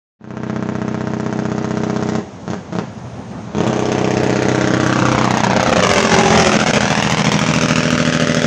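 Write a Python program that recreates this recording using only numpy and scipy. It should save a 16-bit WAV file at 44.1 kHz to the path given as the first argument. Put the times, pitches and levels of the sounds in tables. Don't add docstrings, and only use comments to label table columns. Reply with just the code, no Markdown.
import sys
import numpy as np
from scipy import signal
from scipy.fft import rfft, irfft, next_fast_len
from scipy.io import wavfile
from scipy.ndimage import uniform_filter1d, minimum_filter1d

SR = 44100
rng = np.random.default_rng(int(sys.argv[2]) if len(sys.argv) > 2 else 0)


def to_wav(sig):
    pcm = np.clip(np.atleast_2d(sig), -1, 1) * 32767
    pcm = np.round(pcm).astype(np.int16)
    wavfile.write(sys.argv[1], SR, pcm.T)


def gain_from_db(level_db):
    decades = np.asarray(level_db, float) / 20
    return 10 ** decades


N = 373086
TIME = np.arange(N) / SR

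SPEED_M_S, KERB_M, PASSES_S, SOUND_M_S = 27.6451, 15.4529, 6.0406, 343
SENT = np.linspace(-8, 4, 4801)
STACK_M, MIC_M, CLIMB_PER_M, CLIMB_M = 3.5, 1.45, .0045, 60
BRAKE_OFF_S, VALVE_S = (2.2, 3.58), 0.068

# (first [cycle], last [cycle], count at the pass [cycle], rate [cycle/s], gain of rate [cycle/s^2])
BRAKE_RUNS = [
    (2.3, 33.7, 94.2228, 14.76039, .059816),
    (56.3, 129, 94.2033, 14.6563, 0),
]
# (place in cycle [0-1], shock [dB], boom [dB], crackle [dB], rise [ms])
CYLINDERS_FAR = [(0, 5.5, 5.5, 2, 0.087), (.16, -5.5, -14, -39, 0.18), (.27, -19, -31, -15, 0.57),
                 (.509, 5, 3.5, -12, 0.28), (.70, -6, -25, -4, 0.36), (.94, -13, -29, -18, .6)]
# (place in cycle [0-1], shock [dB], boom [dB], crackle [dB], rise [ms])
CYLINDERS_FRONT = [(0, 4, -2.5, -2.5, 0.33), (.16, -37.5, -6, -16, 0.2), (.28, -30, -8.5, -36, 1),
                   (.508, 6.5, -1.5, -6.5, 0.42), (.70, -29, -22, -23.5, 0.42),
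                   (.78, -13, -18.5, -40, 0.77)]
# (place in cycle
# [0-1], shock [dB], boom [dB], crackle [dB], rise [ms])
CYLINDERS_REAR = [(0, 12, 1, 1, 0.04), (.17, -10, -16, -7.5, 0.2), (.329, 8, 4, -4, 0.04),
                  (.51, 7, 1, -12.5, 0.4), (.662, 8.5, -10.5, -9.5, .04), (.85, -6.5, -18, -33, 0.3)]
# (place in cycle [0-1], shock [dB], boom [dB], crackle [dB], rise [ms])
CYLINDERS_SIDE = [(0, 8.5, 1.5, -0.5, 0.04), (.17, 1, -5, -8.5, 0.2), (.329, 8, -0.5, -3, 0.066),
                  (.51, -2.5, -7.5, -11, 0.2), (.662, 8.5, -2, -1, .04), (.85, -3.5, -5.5, -22.5, 0.2)]
# (frequency [Hz], t60 [s], level [dB])
PIPE_FAR = [(130, 0.12, -3), (178, 0.12, 1), (206.7, 0.077, -8.5), (315.7, 0.12, -14), (407, 0.07, -10.5),
            (635, 0.12, -10), (1043, 0.21, -29.5), (1595, 0.029, -24)]
# (frequency [Hz], t60 [s], level [dB])
PIPE_FRONT = [(132, 0.19, -9), (184, 0.073, -6.5), (213, 0.12, -9), (250, 0.17, -15.5), (319.7, 0.15, -7.5),
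              (421, 0.058, -5.5), (533.4, 0.15, -0.5), (637.3, 0.1, -4.5), (1164, 0.08, -7.5)]
# (frequency [Hz], t60 [s], level [dB])
PIPE_REAR = [(113, 0.039, -27), (154, 0.072, 0), (208.3, 0.11, -5), (246.3, 0.072, -5.5), (448, 0.017, -1),
             (543.6, 0.031, -3.5), (588, 0.11, -13)]
# (frequency [Hz], t60 [s], level [dB])
PIPE_ABREAST = [(164.4, 0.13, 2.5), (226, 0.15, 4), (310, 0.071, -11), (389, 0.17, -0.5), (437, 0.058, -4),
                (580, .07, -1.5), (693, 0.091, 0), (820, 0.061, 9)]
# (frequency [Hz], t60 [s], level [dB])
BARKING_TIP = [(897, 0.0077, -9.5), (1380, 0.0071, -8)]
# (delay [ms], shock [dB], crackle [dB])
STACK_REPEATS = [
    (0, 0, 0),
    (6.5, -13, -5),
    (9.6, -8, -11),
]
# (time [s], distant [0-1], oncoming [0-1], leaving [0-1], abreast [0-1])
STACK_FACING = [
    (3, 1, 0, 0, 0),
    (3.1, 0, 1, 0, 0),
    (5.72, 0, 1, 0, 0),
    (5.92, 0, 0, 0, 1),
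    (6.3, 0, 0, 0, 1),
    (6.6, 0, 0, 1, 0),
]
# (at distance [m], blast [dB], crackle [dB], boom [dB], bark [dB])
SIDE_LEVELS = [
    (125.7, -26, -14.5, 4, -4.1),
    (37.1, -15.5, -10, 1.5, 3),
    (36, -21.5, -0.5, 5, -10.5),
    (17.3, -18, -1.5, 0.7, -13.5),
]
# (blast [dB], crackle [dB], boom [dB], bark [dB])
SIDE_SLOPES = [
    (-5.5, -18, -3.2, 4.5),
    (-5, -0.5, 3, -1),
    (-3, -0.3, 1.5, 1.5),
    (-4.5, -1, 3.1, 1),
]
SIDE_REPEATS_DB = [1, -0.5, -5, -4]
SIDE_SHOCK_MS = [.38, .3, .11, .15]
SIDE_PITCH = [-1, -1, 1, 0]
# (time [s], peak [dB])
UNEVEN_BLASTS = [(4.988, -3), (5.052, -1), (5.115, -2), (5.147, -3), (5.178, -3), (5.211, -3), (5.242, -3),
                 (5.274, -2), (5.306, -2), (5.37, 0), (5.402, -4), (5.434, 0), (5.466, -4), (5.498, -3),
                 (5.53, 0), (5.562, -3), (5.596, -2), (5.627, -1), (5.693, 3), (5.725, -3), (5.758, -1),
                 (5.824, 0), (5.891, 0), (5.912, -1), (5.934, 0), (5.958, -1), (6.025, 1), (6.094, 0),
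                 (6.162, 0), (6.232, 1), (6.303, 1), (6.373, 0), (6.445, 0), (6.492, 1), (6.517, 1),
                 (6.588, 1), (6.661, 1), (6.733, 2), (6.805, 0), (6.853, -1), (6.95, -2), (7.023, 0),
                 (7.169, 0), (7.242, -1), (7.315, -2)]
# (time [s], peak [dB], rise [ms])
VALVE_STUTTER = [(2.4717, -28, 0.23), (2.479, -13.5, 0.073), (2.502, -9.5, 0.47), (2.5122, -16.5, 0.087),
                 (2.5341, -11, 0.076), (2.725, -16.5, 0.17), (2.7312, -16, 0.076), (2.753, -10, 0.22),
                 (2.764, -14.5, 0.71), (2.7867, -8, 0.052), (3.5495, -10.5, 0.11), (3.569, -9.5, 0.65),
                 (3.583, -6.5, 0.17), (3.6054, -4, 0.1), (3.642, -26, 0.14), (3.675, -9, 0.15)]
# (nearest [dB], oncoming [dB/doubling], leaving [dB/doubling], brake released [dB])
ROLLING_LEVELS = [
    (-16.5, -5, -9, -0.5),
    (-20, -7, -3.5, -8.5),
]
# (frequency [Hz], density [dB])
ROAR_COLOUR = [(15, -59), (25, -38.5), (59, 0), (91, 0), (147, -7), (189, 2), (262, -6.5), (283, -12),
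               (850, -13.5), (2500, -34), (3250, -57), (5500, -120)]
# (frequency [Hz], density [dB])
HISS_COLOUR = [(500, -38), (1200, 9.5), (2500, 6.5), (4200, 2), (6400, -11), (8000, -12.5), (12000, -26.5)]
# (time [s], pitch [Hz], level [dB])
TURBO_GLIDE = [
    (2.85, 9900, -80),
    (2.92, 9550, -50),
    (3.2, 8800, -50),
    (3.45, 8300, -52),
    (3.56, 8200, -80),
]
# (time [s], pipe bass [dB], canopy echo [dB])
SHELTER_LEVELS = [(0, 1.7, -5.5), (2.2, -0.4, -1), (3.6, 1, 0), (4.4, -0.4, 0), (5.0, 0.8, -0.5),
                  (5.4, -1.5, -7), (5.6, -5.5, -8), (5.85, -10, -5.5), (6.05, -1.5, -0.7), (6.35, 3.5, 3.8),
                  (6.8, -1, -1.5), (7.3, -0.8, -3.5), (7.9, 0, -2), (8.46, -0.8, -2)]
# (frequency [Hz], level [dB])
TIN_COLOUR = [(150, -7), (400, 2), (1000, -2)]
# (frequency [Hz], level [dB])
MIC_COLOUR = [(20, -20), (60, -17), (120, -3.5), (300, 0), (2500, -5), (4500, -6.5), (6500, -0.5),
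              (8000, -15), (9300, -20.5), (10500, -23.5), (16000, -26.5)]

BLOCK, BLOCK_START = 1024, 170


def curves(table, at=TIME):
    s, *columns = np.transpose(table)
    return [np.interp(at, s, c) for c in columns]


def colour(x, spectrum):
    hz, db = np.transpose(spectrum)
    size = next_fast_len(len(x))
    bins_hz = np.fft.rfftfreq(size, 1 / SR)
    gain = gain_from_db(np.interp(np.log(bins_hz + 1), np.log(hz), db))
    return irfft(rfft(x, size) * gain, size)[:len(x)]


def noise(spectrum, flicker_db, flicker_hz):
    k = int(SR / flicker_hz)
    walk = uniform_filter1d(np.repeat(rng.standard_normal(N // k + 1), k), k)[:N]
    x = colour(rng.standard_normal(N), spectrum) * gain_from_db(flicker_db * walk)
    return x / x.std()


def strike(times, gains, shape, pitch=None):
    out, steps = np.zeros(N + len(shape)), np.arange(len(shape))
    for k, (start, gain) in enumerate(zip((times * SR).astype(int), gains)):
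        if 0 <= start < N and gain > 1e-7:
            copy = shape if pitch is None else np.interp(steps * pitch[k], steps, shape)
            out[start:start + len(shape)] += gain * copy
    return out[:N]


def heard(sent):
    return PASSES_S + sent + (np.hypot(SPEED_M_S * sent, KERB_M) - KERB_M) / SOUND_M_S


def truck(at=TIME):
    along = SPEED_M_S * np.interp(at, heard(SENT), SENT)
    return along, np.hypot(along, KERB_M)


def doppler(times, side):
    along, metres = truck(times)
    return (SOUND_M_S + side * SPEED_M_S) / (SOUND_M_S + SPEED_M_S * along / metres)


def released():
    off, on = BRAKE_OFF_S
    return np.clip(np.minimum(TIME - off, on - TIME) / VALVE_S + .5, 0, 1)


def arrivals(turns):
    times = np.full(len(turns), 99.)
    for first, last, at_pass, rate, gain in BRAKE_RUNS:
        sent = np.interp(turns, at_pass + rate * SENT + gain * SENT ** 2 / 2, SENT)
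        times = np.where((turns > first) & (turns < last), heard(sent), times)
    return times


def accent_db(times):
    s, db = np.transpose(UNEVEN_BLASTS)
    usual_db, share = -1.5, 1.1
    return (np.abs(times[:, None] - s) < .004) @ (share * (db - usual_db))


def ring(modes):
    t = TIME[:SR // 6]
    return sum(gain_from_db(db) * np.cos(2 * np.pi * hz * t) * np.exp(-np.log(1000) * t / t60)
               for hz, t60, db in modes)


def blasts(times, shock_db, boom_db, crackle_db, bark_db, rise_ms, modes,
           again_db=0, lead_s=0, shock_ms=0.29, side=-1):
    t = TIME[:SR // 50] * 1000
    front = np.exp(-t / rise_ms)
    front /= front.sum()
    push = 1.4 * np.exp(-t / shock_ms)
    suction = 1.4 * shock_ms * np.exp(-t / 1.2)
    shock = np.convolve(push - suction, front)
    bark = np.convolve(ring(BARKING_TIP)[:len(t)], front)
    gas = (1 - np.exp(-(t / 1.0) ** 2)) * (1.61 * np.exp(-t / 1.5) + 0.12 * np.exp(-t / 7))
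    boom = ring(modes)
    boom = boom * (1 - np.exp(-TIME[:len(boom)] / 0.00059))
    out = strike(times - lead_s, gain_from_db(boom_db - 11.5), boom, doppler(times, side))
    gate = 0
    for ms, echo_db, hiss_db in STACK_REPEATS:
        echo_db, hiss_db = np.array([echo_db, hiss_db]) + again_db * (ms > 0)
        late = times + ms / 1000
        out += strike(late, gain_from_db(shock_db + echo_db), shock)
        out += strike(late, gain_from_db(shock_db + hiss_db + bark_db), bark)
        gate += strike(late, gain_from_db(crackle_db + hiss_db), gas)
    return out, gate


def braking_cylinder(cylinder, modes, stage):
    place, shock_db, boom_db, crackle_db, rise_ms = cylinder
    cycles = np.arange(130.)
    chance = rng.standard_normal((len(cycles), 4)).T
    times = arrivals(cycles + place)
    even = round(place * 6) / 6
    lead_s = (times - arrivals(cycles + even)) * (abs(place - even) < .02 and stage < 2)
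    metres = truck(times)[1]
    near = KERB_M / metres
    scatter_db = .1 + 1.0 * near
    jitter_ms = .02 + .15 * near ** 3
    times = times + jitter_ms * chance[0] / 1000 * min(place * 20, 1)
    facing_db = 20 * np.log10(curves(STACK_FACING, times)[stage] + 1e-9)
    at_m, *levels_db = SIDE_LEVELS[stage]
    change_db = np.outer(SIDE_SLOPES[stage], np.log2(metres / at_m))
    blast_db, hiss_db, low_db, bark_db = np.array(levels_db)[:, None] + change_db
    db = blast_db + facing_db + 17.0 + scatter_db * chance[1] + accent_db(times)
    return blasts(times, db + shock_db,
                  db - 3.5 + boom_db + low_db + scatter_db * chance[3],
                  db + crackle_db + hiss_db + 5 + scatter_db * chance[2],
                  bark_db, max(rise_ms, .02), modes, SIDE_REPEATS_DB[stage], lead_s,
                  SIDE_SHOCK_MS[stage], SIDE_PITCH[stage])


def engine_brake():
    out, gate = 0, 0
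    sides = ((CYLINDERS_FAR, PIPE_FAR), (CYLINDERS_FRONT, PIPE_FRONT),
             (CYLINDERS_REAR, PIPE_REAR), (CYLINDERS_SIDE, PIPE_ABREAST))
    for stage, (cylinders, modes) in enumerate(sides):
        for cylinder in cylinders:
            sound, puff = braking_cylinder(cylinder, modes, stage)
            out, gate = out + sound, gate + puff
    sound, puff = valve_stutter()
    torn_gas = noise([(300, 0.0), (1200, 9.0), (3200, 3.0), (4300, 0.5), (16000, -3.5)], 2.26, 2000)
    return out + sound + (gate + puff) * torn_gas


def rolling():
    along, metres = truck()
    doublings = np.log2(metres / KERB_M)
    roar_db, hiss_db = (db + np.where(along < 0, coming, going) * doublings + off_db * released()
                        for db, coming, going, off_db in ROLLING_LEVELS)
    return gain_from_db(roar_db) * noise(ROAR_COLOUR, 2.2, 25) + gain_from_db(hiss_db) * noise(HISS_COLOUR, 1.0, 40)


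def road_bounce(x):
    along, metres = truck()
    stack = STACK_M * (1 + CLIMB_PER_M * np.clip(along, -CLIMB_M, CLIMB_M))
    late = (np.hypot(metres, stack + MIC_M) - np.hypot(metres, stack - MIC_M)) / SOUND_M_S
    dull = colour(x, [(1500, -1.5), (3500, -3.5), (7000, -11.5)])
    return x + np.exp(-metres / 230) * np.interp(TIME - late, TIME, dull)


def canopy(x):
    place = 21 * (np.arctan(truck()[0] / KERB_M) / np.pi + .5)
    t = TIME[:SR // 3]
    tail = np.exp(-np.log(1000) * t / 0.39) * np.minimum(t / 0.0025, 1)
    out = 0
    for k in range(23):
        echoes = rng.standard_normal(len(t)) * tail
        share = np.cos(np.clip(place - k, -1, 1) * np.pi / 2)
        out += signal.fftconvolve(x * share * gain_from_db(-1), echoes / np.linalg.norm(echoes))[:N]
    return colour(out, TIN_COLOUR)


def rumble():
    throb = noise([(40, -36.0), (70, -16.5), (95, 0.0), (125, -0.5), (250, -36.5)], 0.82, 27)
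    return gain_from_db(-31) * released() * throb


def valve_stutter():
    out, gate = 0, 0
    crackle_db, bark_db = -14, -6
    one = np.ones(1)
    for time, db, rise_ms in VALVE_STUTTER:
        sound, puff = blasts(time * one, (db + 7.5) * one, (db + 0.5) * one,
                             (db + crackle_db + 3.5) * one, bark_db, max(rise_ms, .02), PIPE_FAR)
        out, gate = out + sound, gate + puff
    return out, gate


def turbo_whistle():
    hz, db = curves(TURBO_GLIDE)
    waver = 1 + .01 * noise([(1, -7.5), (40, -3), (200, -49)], 0, 5)
    return gain_from_db(db) * np.sin(2 * np.pi * np.cumsum(hz * waver) / SR)


def hand(x):
    late_s, share = 0.372 / 1000, 0.16
    turned = sum(curves(STACK_FACING)[2:])
    return x + share * turned * np.interp(TIME - late_s, TIME, x)


def post(x):
    notched = colour(x, [(750, 1), (1080, -6.5), (1400, 0.5)])
    return x + np.interp(TIME, (6.43, 8.36), (0, 1)) * (notched - x)


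def scene():
    bass_db, echo_db = curves(SHELTER_LEVELS)
    brake = engine_brake()
    bass = colour(brake, [(270 * 0.93, 0), (270 * 2.1, -30)])
    brake = brake + (gain_from_db(bass_db) - 1) * bass
    echoes = gain_from_db(echo_db) * canopy(brake)
    truck_noise = 1.4 * (rolling() + turbo_whistle()) + rumble()
    return post(road_bounce(brake) + echoes + truck_noise)[None]


def limit(x, top):
    block = (np.arange(N) + BLOCK - BLOCK_START) // BLOCK
    peak = np.zeros(block[-1] + 1)
    np.maximum.at(peak, block, np.abs(x))
    gain = np.minimum(1, top / (peak + 1e-9))[block]
    smooth = uniform_filter1d(minimum_filter1d(gain, size=121), size=121)
    return np.clip(x * smooth, -1, 1)


def treble_gate(x):
    edge_hz, edge_bins = 7900, 16
    kept_db, kept_db_per_khz, whim_db = -47, 3.2, 3.0
    hz, _, frames = signal.stft(x, SR, nperseg=2 * BLOCK)
    power = np.abs(frames[1:]) ** 2
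    bands = power.reshape(-1, edge_bins, power.shape[1]).sum(axis=1)
    kept_db = kept_db + kept_db_per_khz * np.clip(hz[1::edge_bins, None] - edge_hz, 0, 4000) / 1000
    threshold = gain_from_db(kept_db + whim_db * rng.standard_normal(bands.shape)) ** 2
    over = bands / (power.sum(axis=0) * threshold + 1e-18)
    frames[1:] *= np.repeat(1 / (1 + over ** 6), edge_bins, axis=0)
    weak = signal.istft(frames * (hz > edge_hz)[:, None], SR)[1][:N]
    treble = signal.sosfiltfilt(signal.butter(12, 9300, "high", fs=SR, output="sos"), x)
    power = uniform_filter1d(treble ** 2, size=200)
    floor = gain_from_db(-53) ** 2 + 3.3 * uniform_filter1d(power, size=6000)
    return x - weak / (1 + (power / floor) ** 8)


def band_limit(x):
    return signal.sosfilt(signal.butter(12, 15970, fs=SR, output="sos"), x)


def record(dry):
    start_s, fade_s = 0.19, 0.31
    fade = np.clip((TIME - start_s) / fade_s, 0, 1) ** 0.93
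    x = colour(hand(dry[0]), MIC_COLOUR) * fade
    mix = treble_gate(limit(x, top=1.0))[None]
    return band_limit(mix)


dry = scene()
out = record(dry)
to_wav(out)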